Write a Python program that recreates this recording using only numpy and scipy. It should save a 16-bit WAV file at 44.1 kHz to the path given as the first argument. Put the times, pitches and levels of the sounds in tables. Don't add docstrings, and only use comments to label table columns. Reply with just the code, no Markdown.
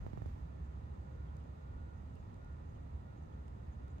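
import sys
import numpy as np
from scipy import signal
from scipy.fft import rfft, irfft
from scipy.io import wavfile

SR = 44100
rng = np.random.default_rng(int(sys.argv[2]) if len(sys.argv) > 2 else 0)


def generate_wav(sig):
    pcm = np.round(np.clip(np.atleast_2d(sig).T, -1, 1) * 32767).astype(np.int16)
    wavfile.write(sys.argv[1], SR, pcm)


N = 176400
TIME_S = np.arange(N) / SR
FREQ_HZ = np.maximum(np.arange(N // 2 + 1) * SR / N, 1)
OPPOSED = np.array([[1], [-1]])


def from_db(db):
    return 10 ** (np.asarray(db) / 20)


def envelope(points):
    return from_db(np.interp(TIME_S, *np.transpose(points)))


def decay(start_s, decay_s):
    return (TIME_S >= start_s) * np.exp(-np.minimum(abs(TIME_S - start_s) / decay_s, 20))


def over_freq(points):
    freq_hz, value = np.transpose(points)
    return np.interp(np.log(FREQ_HZ), np.log(freq_hz), value)


def resonance(centre_hz, width_hz):
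    return 1 / (1 + (2 * (FREQ_HZ - centre_hz) / width_hz) ** 2)


def pan(pan_db):
    gains = from_db(OPPOSED * pan_db / 2)
    return gains / np.sqrt(np.mean(gains ** 2, axis=0))


def noise(spectrum, correlation=0, pan_db=0):
    mid, side = rfft(rng.standard_normal((2, N)))
    pair = np.sqrt(1 + correlation) * mid + np.sqrt(1 - correlation) * side * OPPOSED
    coloured = irfft(pair * spectrum * pan(pan_db), N)
    return coloured / np.sqrt(np.mean(coloured ** 2))


def hum(pitch_hz, wander_hz, wander_rate_hz=4.98):
    drift_hz = wander_hz * noise(resonance(0, 2 * wander_rate_hz), correlation=0.99)[0]
    cycles = np.cumsum(pitch_hz + drift_hz) / SR + rng.random()
    return np.sqrt(2) * np.sin(2 * np.pi * cycles)


def self_noise(level_db=-94):
    return from_db(level_db) * rng.standard_normal((2, N))


def shimmer(level_db=-96.5, swing_db=4, rate_hz=17):
    flicker_db = swing_db * noise(resonance(0, 2 * rate_hz), correlation=0.98)[0]
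    hiss = noise(resonance(6550, width_hz=1700), pan_db=-7.5)
    return from_db(level_db + flicker_db) * hiss


# centre_s, level_db, pitch_hz
CHIRP_EVENTS = [(1.29, -80, 3220), (1.412, -80, 3050), (1.98, -89, 6460), (2.17, -76, 2700),
                (2.70, -83.5, 6600), (2.76, -80, 3000), (3.18, -86, 6800), (3.33, -82, 3300),
                (3.73, -83, 6650), (3.91, -83, 6900)]
def chirps(half_length_s=.012):
    sound = np.zeros((2, N))
    for centre_s, level_db, pitch_hz in CHIRP_EVENTS:
        bell = np.exp(-np.minimum(((TIME_S - centre_s) / half_length_s) ** 2, 20))
        sound += from_db(level_db) * bell * noise(resonance(pitch_hz, width_hz=520), pan_db=-2.5)
    return sound


# pitch_hz, level_db, width_hz, pan_db
WHINE_TONES = [(296, -73, 4, -4), (862, -81, 25, -4), (1019, -83, 20, -4), (1185, -88, 4, -3),
               (1253, -83, 18, -2), (1304, -84, 4, -3), (1540, -90, 4, -4), (1756, -87, 5, -2),
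               (1885, -87, 24, -2), (2075, -96, 4, -7), (2726, -100, 8, 2), (4979, -104, 6, -6),
               (7942, -102, 15, -6), (8180, -108, 10, -6)]
def machinery_whine():
    return sum(from_db(level_db) * noise(resonance(pitch_hz, width_hz), correlation=-0.49, pan_db=pan_db)
               for pitch_hz, level_db, width_hz, pan_db in WHINE_TONES)


# centre_s, half_length_s, gain_db
THROB_SWELLS = [(.45, .08, -83), (1.197, 0.18, -78.5), (1.794, 0.17, -74.5), (2.47, 0.1, -73.5),
                (3.108, 0.053, -76.5), (3.395, .06, -81), (3.884, 0.11, -81)]
def machinery_throb(pitch_hz=1431, wander_hz=6.7, rest_gain_db=-86, opposed_db=7):
    in_phase = hum(pitch_hz, wander_hz)
    opposed = from_db(opposed_db) * hum(pitch_hz, wander_hz) * OPPOSED
    swells = sum(from_db(gain_db) / (1 + (abs(TIME_S - centre_s) / half_length_s) ** 8)
                 for centre_s, half_length_s, gain_db in THROB_SWELLS)
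    return (from_db(rest_gain_db) + swells) * (in_phase + opposed) / 2 * pan(-3.5)


# freq_hz, relative_db
WIND_SPECTRUM = [(12, -35), (24, -18), (36, 8), (45, -1.5), (60, -15.5), (120, -53), (500, -130)]
# time_s, level_db
WIND_ENVELOPE = [(0, -44.5), (.12, -62), (.3, -54), (.47, -70), (.7, -64), (.85, -66), (1.32, -65.5),
                 (1.5, -64), (1.61, -66), (1.72, -58), (1.92, -65.5), (2.15, -63), (2.45, -56.5),
                 (2.58, -67), (2.7, -59.5), (3.25, -69), (3.65, -65.5), (3.85, -67), (4, -66)]
def wind():
    buffet = noise(from_db(over_freq(WIND_SPECTRUM)), correlation=0.73, pan_db=-2.5)
    return envelope(WIND_ENVELOPE) * buffet


# freq_hz, relative_db
WASH_SPECTRUM = [(60, -36), (200, 1.5), (300, 5), (420, 3.5), (520, 3.5), (640, -0.5), (830, 1),
                 (1010, -0.5), (1150, -4.5), (1380, -5), (1520, -14), (1680, -13.5), (1880, -10.5),
                 (2050, -16.5), (2400, -18), (2900, -20), (3150, -24), (3400, -22), (3900, -23),
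                 (4400, -27.5), (4950, -26.5), (5750, -35), (6350, -27), (6800, -29), (7500, -37),
                 (7900, -29), (8300, -38), (8700, -34.5), (9400, -43.5), (11000, -46), (16000, -40.5)]
# time_s, level_db
WASH_ENVELOPE = [(0, -59), (.3, -61), (.55, -60), (1.4, -60), (2.1, -60.5), (2.7, -60.5), (3.1, -60.5),
                 (4, -60.5)]
# freq_hz, correlation
WASH_CORRELATION = [(150, 1), (300, -0.6), (450, -0.46), (750, -0.77), (1300, -0.66), (2000, 0.28),
                    (2600, -0.021), (3200, -0.079), (6000, 0.023)]
# freq_hz, pan_db
WASH_BALANCE = [(200, -4), (800, -5), (1500, -3.5), (1880, -2), (2050, -8), (2400, 1.5), (3000, -2),
                (3400, -5), (4400, -8), (7900, -5), (8500, 0)]
# freq_hz, phase_rad
WASH_PHASE_SHIFT = [(200, -0.29), (400, -0.45), (600, -0.88), (1000, -0.056), (1600, -0.19), (2000, 1),
                    (2600, 0.099)]
def tyre_wash():
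    spectrum = from_db(over_freq(WASH_SPECTRUM))
    wash = envelope(WASH_ENVELOPE) * noise(spectrum, over_freq(WASH_CORRELATION), over_freq(WASH_BALANCE))
    phase_rad = over_freq(WASH_PHASE_SHIFT) / 2 * OPPOSED
    return irfft(rfft(wash) * np.exp(1j * phase_rad), N)


# pitch_hz, base_db, wander_hz
ENGINE_TONES = [(65.2, -53, 2.35), (76.25, -53.5, 2.542), (157.6, -72.5, 2.04)]
# time_s, gain_db
ENGINE_ENVELOPE = [(0, 3.5), (.18, -5.5), (.26, 9.5), (.32, 5), (.38, -6), (.45, 12.5), (.55, -6.5),
                   (.62, 13.5), (.665, -2), (.715, 8), (.8, -3.5), (.88, 1.5), (.97, 2), (1.38, 5),
                   (1.65, -4), (1.70, 3.5), (2.05, -4.5), (2.42, -16.5), (2.52, 2), (2.8, -2), (2.95, 4),
                   (3.07, -3.5), (3.17, 6), (3.27, -6), (3.38, 0.5), (3.65, -1), (4, 5)]
def engine_drone():
    tones = sum(from_db(base_db) * hum(pitch_hz, wander_hz)
                for pitch_hz, base_db, wander_hz in ENGINE_TONES)
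    return envelope(ENGINE_ENVELOPE) * tones * pan(-1.8)


# freq_hz, relative_db
RUMBLE_SPECTRUM = [(12, -49.5), (22, -37), (36, -27.5), (50, -8), (62, -6), (80, -7), (100, -6.5),
                   (150, -11), (200, -18), (240, -18.5), (280, -24.5), (400, -35.5), (800, -89.5)]
# time_s, level_db
RUMBLE_ENVELOPE = [(0, -50), (.28, -49), (.5, -49.5), (.68, -51), (1.0, -50), (1.42, -50), (1.63, -54),
                   (1.72, -50.5), (1.88, -50.5), (2.1, -48.5), (2.4, -52.5), (2.75, -50.5), (3.1, -49.5),
                   (3.65, -51), (4, -50)]
def traffic_rumble():
    rumble = noise(from_db(over_freq(RUMBLE_SPECTRUM)), correlation=0.93, pan_db=-1.8)
    return envelope(RUMBLE_ENVELOPE) * rumble


# start_s, level_db, tilt_db_per_octave
TICK_EVENTS = [(0.222, -69, 7), (0.264, -66, 7), (1.368, -63.5, 5), (1.402, -73, 2), (1.440, -72, -1),
               (2.155, -66, 4), (2.3428, -65, 1.5), (2.4466, -68.5, 1.5), (3.481, -63, 0), (3.881, -63, -3),
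               (3.983, -65, -3)]
# freq_hz, relative_db
TICK_SPECTRUM = [(800, -12), (2500, 3), (4500, -4), (7000, -2), (10000, -8.5), (12500, -25), (16000, -20)]
def ticks(decay_s=.0012, pivot_hz=6000):
    octaves = np.maximum(np.log2(FREQ_HZ / pivot_hz), -2)
    sound = np.zeros((2, N))
    for start_s, level_db, tilt_db_per_octave in TICK_EVENTS:
        spectrum = from_db(over_freq(TICK_SPECTRUM) + tilt_db_per_octave * octaves)
        sound += from_db(level_db) * decay(start_s, decay_s) * noise(spectrum, pan_db=-10)
    return sound


# start_s, gain_db, start_pitch_hz
CASING_BUMPS = [(0.0648, -30.8, 1020), (0.1329, -33.8, 780), (0.1746, -32.5, 800), (0.2197, -33.3, 790),
                (0.2594, -33.8, 700)]
# freq_hz, relative_db
RUB_SPECTRUM = [(200, -4), (1000, 5.5), (2500, -5.5), (4000, -12.5), (6500, -14), (9000, -26), (15000, -21)]
# time_s, level_db
RUB_ENVELOPE = [(0, -69), (.15, -71), (.22, -69), (.255, -69.5), (.29, -63.5), (.32, -68), (.42, -71.5),
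                (.55, -85)]
def handling():
    end_pitch_hz, fall_s, attack_s, knock_decay_s = 160, .0016, .0003, .004
    thump_hz, thump_decay_s, thump_gain_db = 107, .0036, 5.5
    scuff_decay_s, scuff_gain_db = .0052, -31
    left_lag_s, left_gain_db = .000067, -8
    knocks, thumps, scuffs = np.zeros((3, N))
    for start_s, gain_db, start_pitch_hz in CASING_BUMPS:
        age_s = np.clip(TIME_S - start_s, 0, .5)
        glide_cycles = (start_pitch_hz - end_pitch_hz) * fall_s * (1 - np.exp(-age_s / fall_s))
        knock = np.sin(2 * np.pi * (end_pitch_hz * age_s + glide_cycles))
        attack = 1 - np.exp(-np.minimum((age_s / attack_s) ** 2, 20))
        knocks += from_db(gain_db) * attack * np.exp(-age_s / knock_decay_s) * knock
        thump_shape = age_s / thump_decay_s * np.exp(-age_s / thump_decay_s)
        thumps += from_db(gain_db + thump_gain_db) * thump_shape * np.sin(2 * np.pi * thump_hz * age_s)
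        scuffs += from_db(gain_db + scuff_gain_db) * decay(start_s, scuff_decay_s)
    friction = (envelope(RUB_ENVELOPE) + scuffs) * noise(from_db(over_freq(RUB_SPECTRUM)))[1]
    left = -from_db(left_gain_db) * np.interp(TIME_S - left_lag_s, TIME_S, knocks)
    return np.array([left, knocks + thumps + friction])


def scene():
    traffic = traffic_rumble() + engine_drone() + tyre_wash()
    outdoors = traffic + wind() + machinery_whine() + machinery_throb()
    return outdoors + handling() + ticks() + chirps() + shimmer() + self_noise()


def record(dry):
    fade_s, cutoff_hz = .006, 15750
    fade = np.minimum(np.minimum(TIME_S, TIME_S[::-1]) / fade_s, 1)
    lowpass = signal.ellip(10, .1, 70, cutoff_hz, fs=SR, output="sos")
    return signal.sosfilt(lowpass, dry * fade)


dry = scene()
out = record(dry)
generate_wav(out)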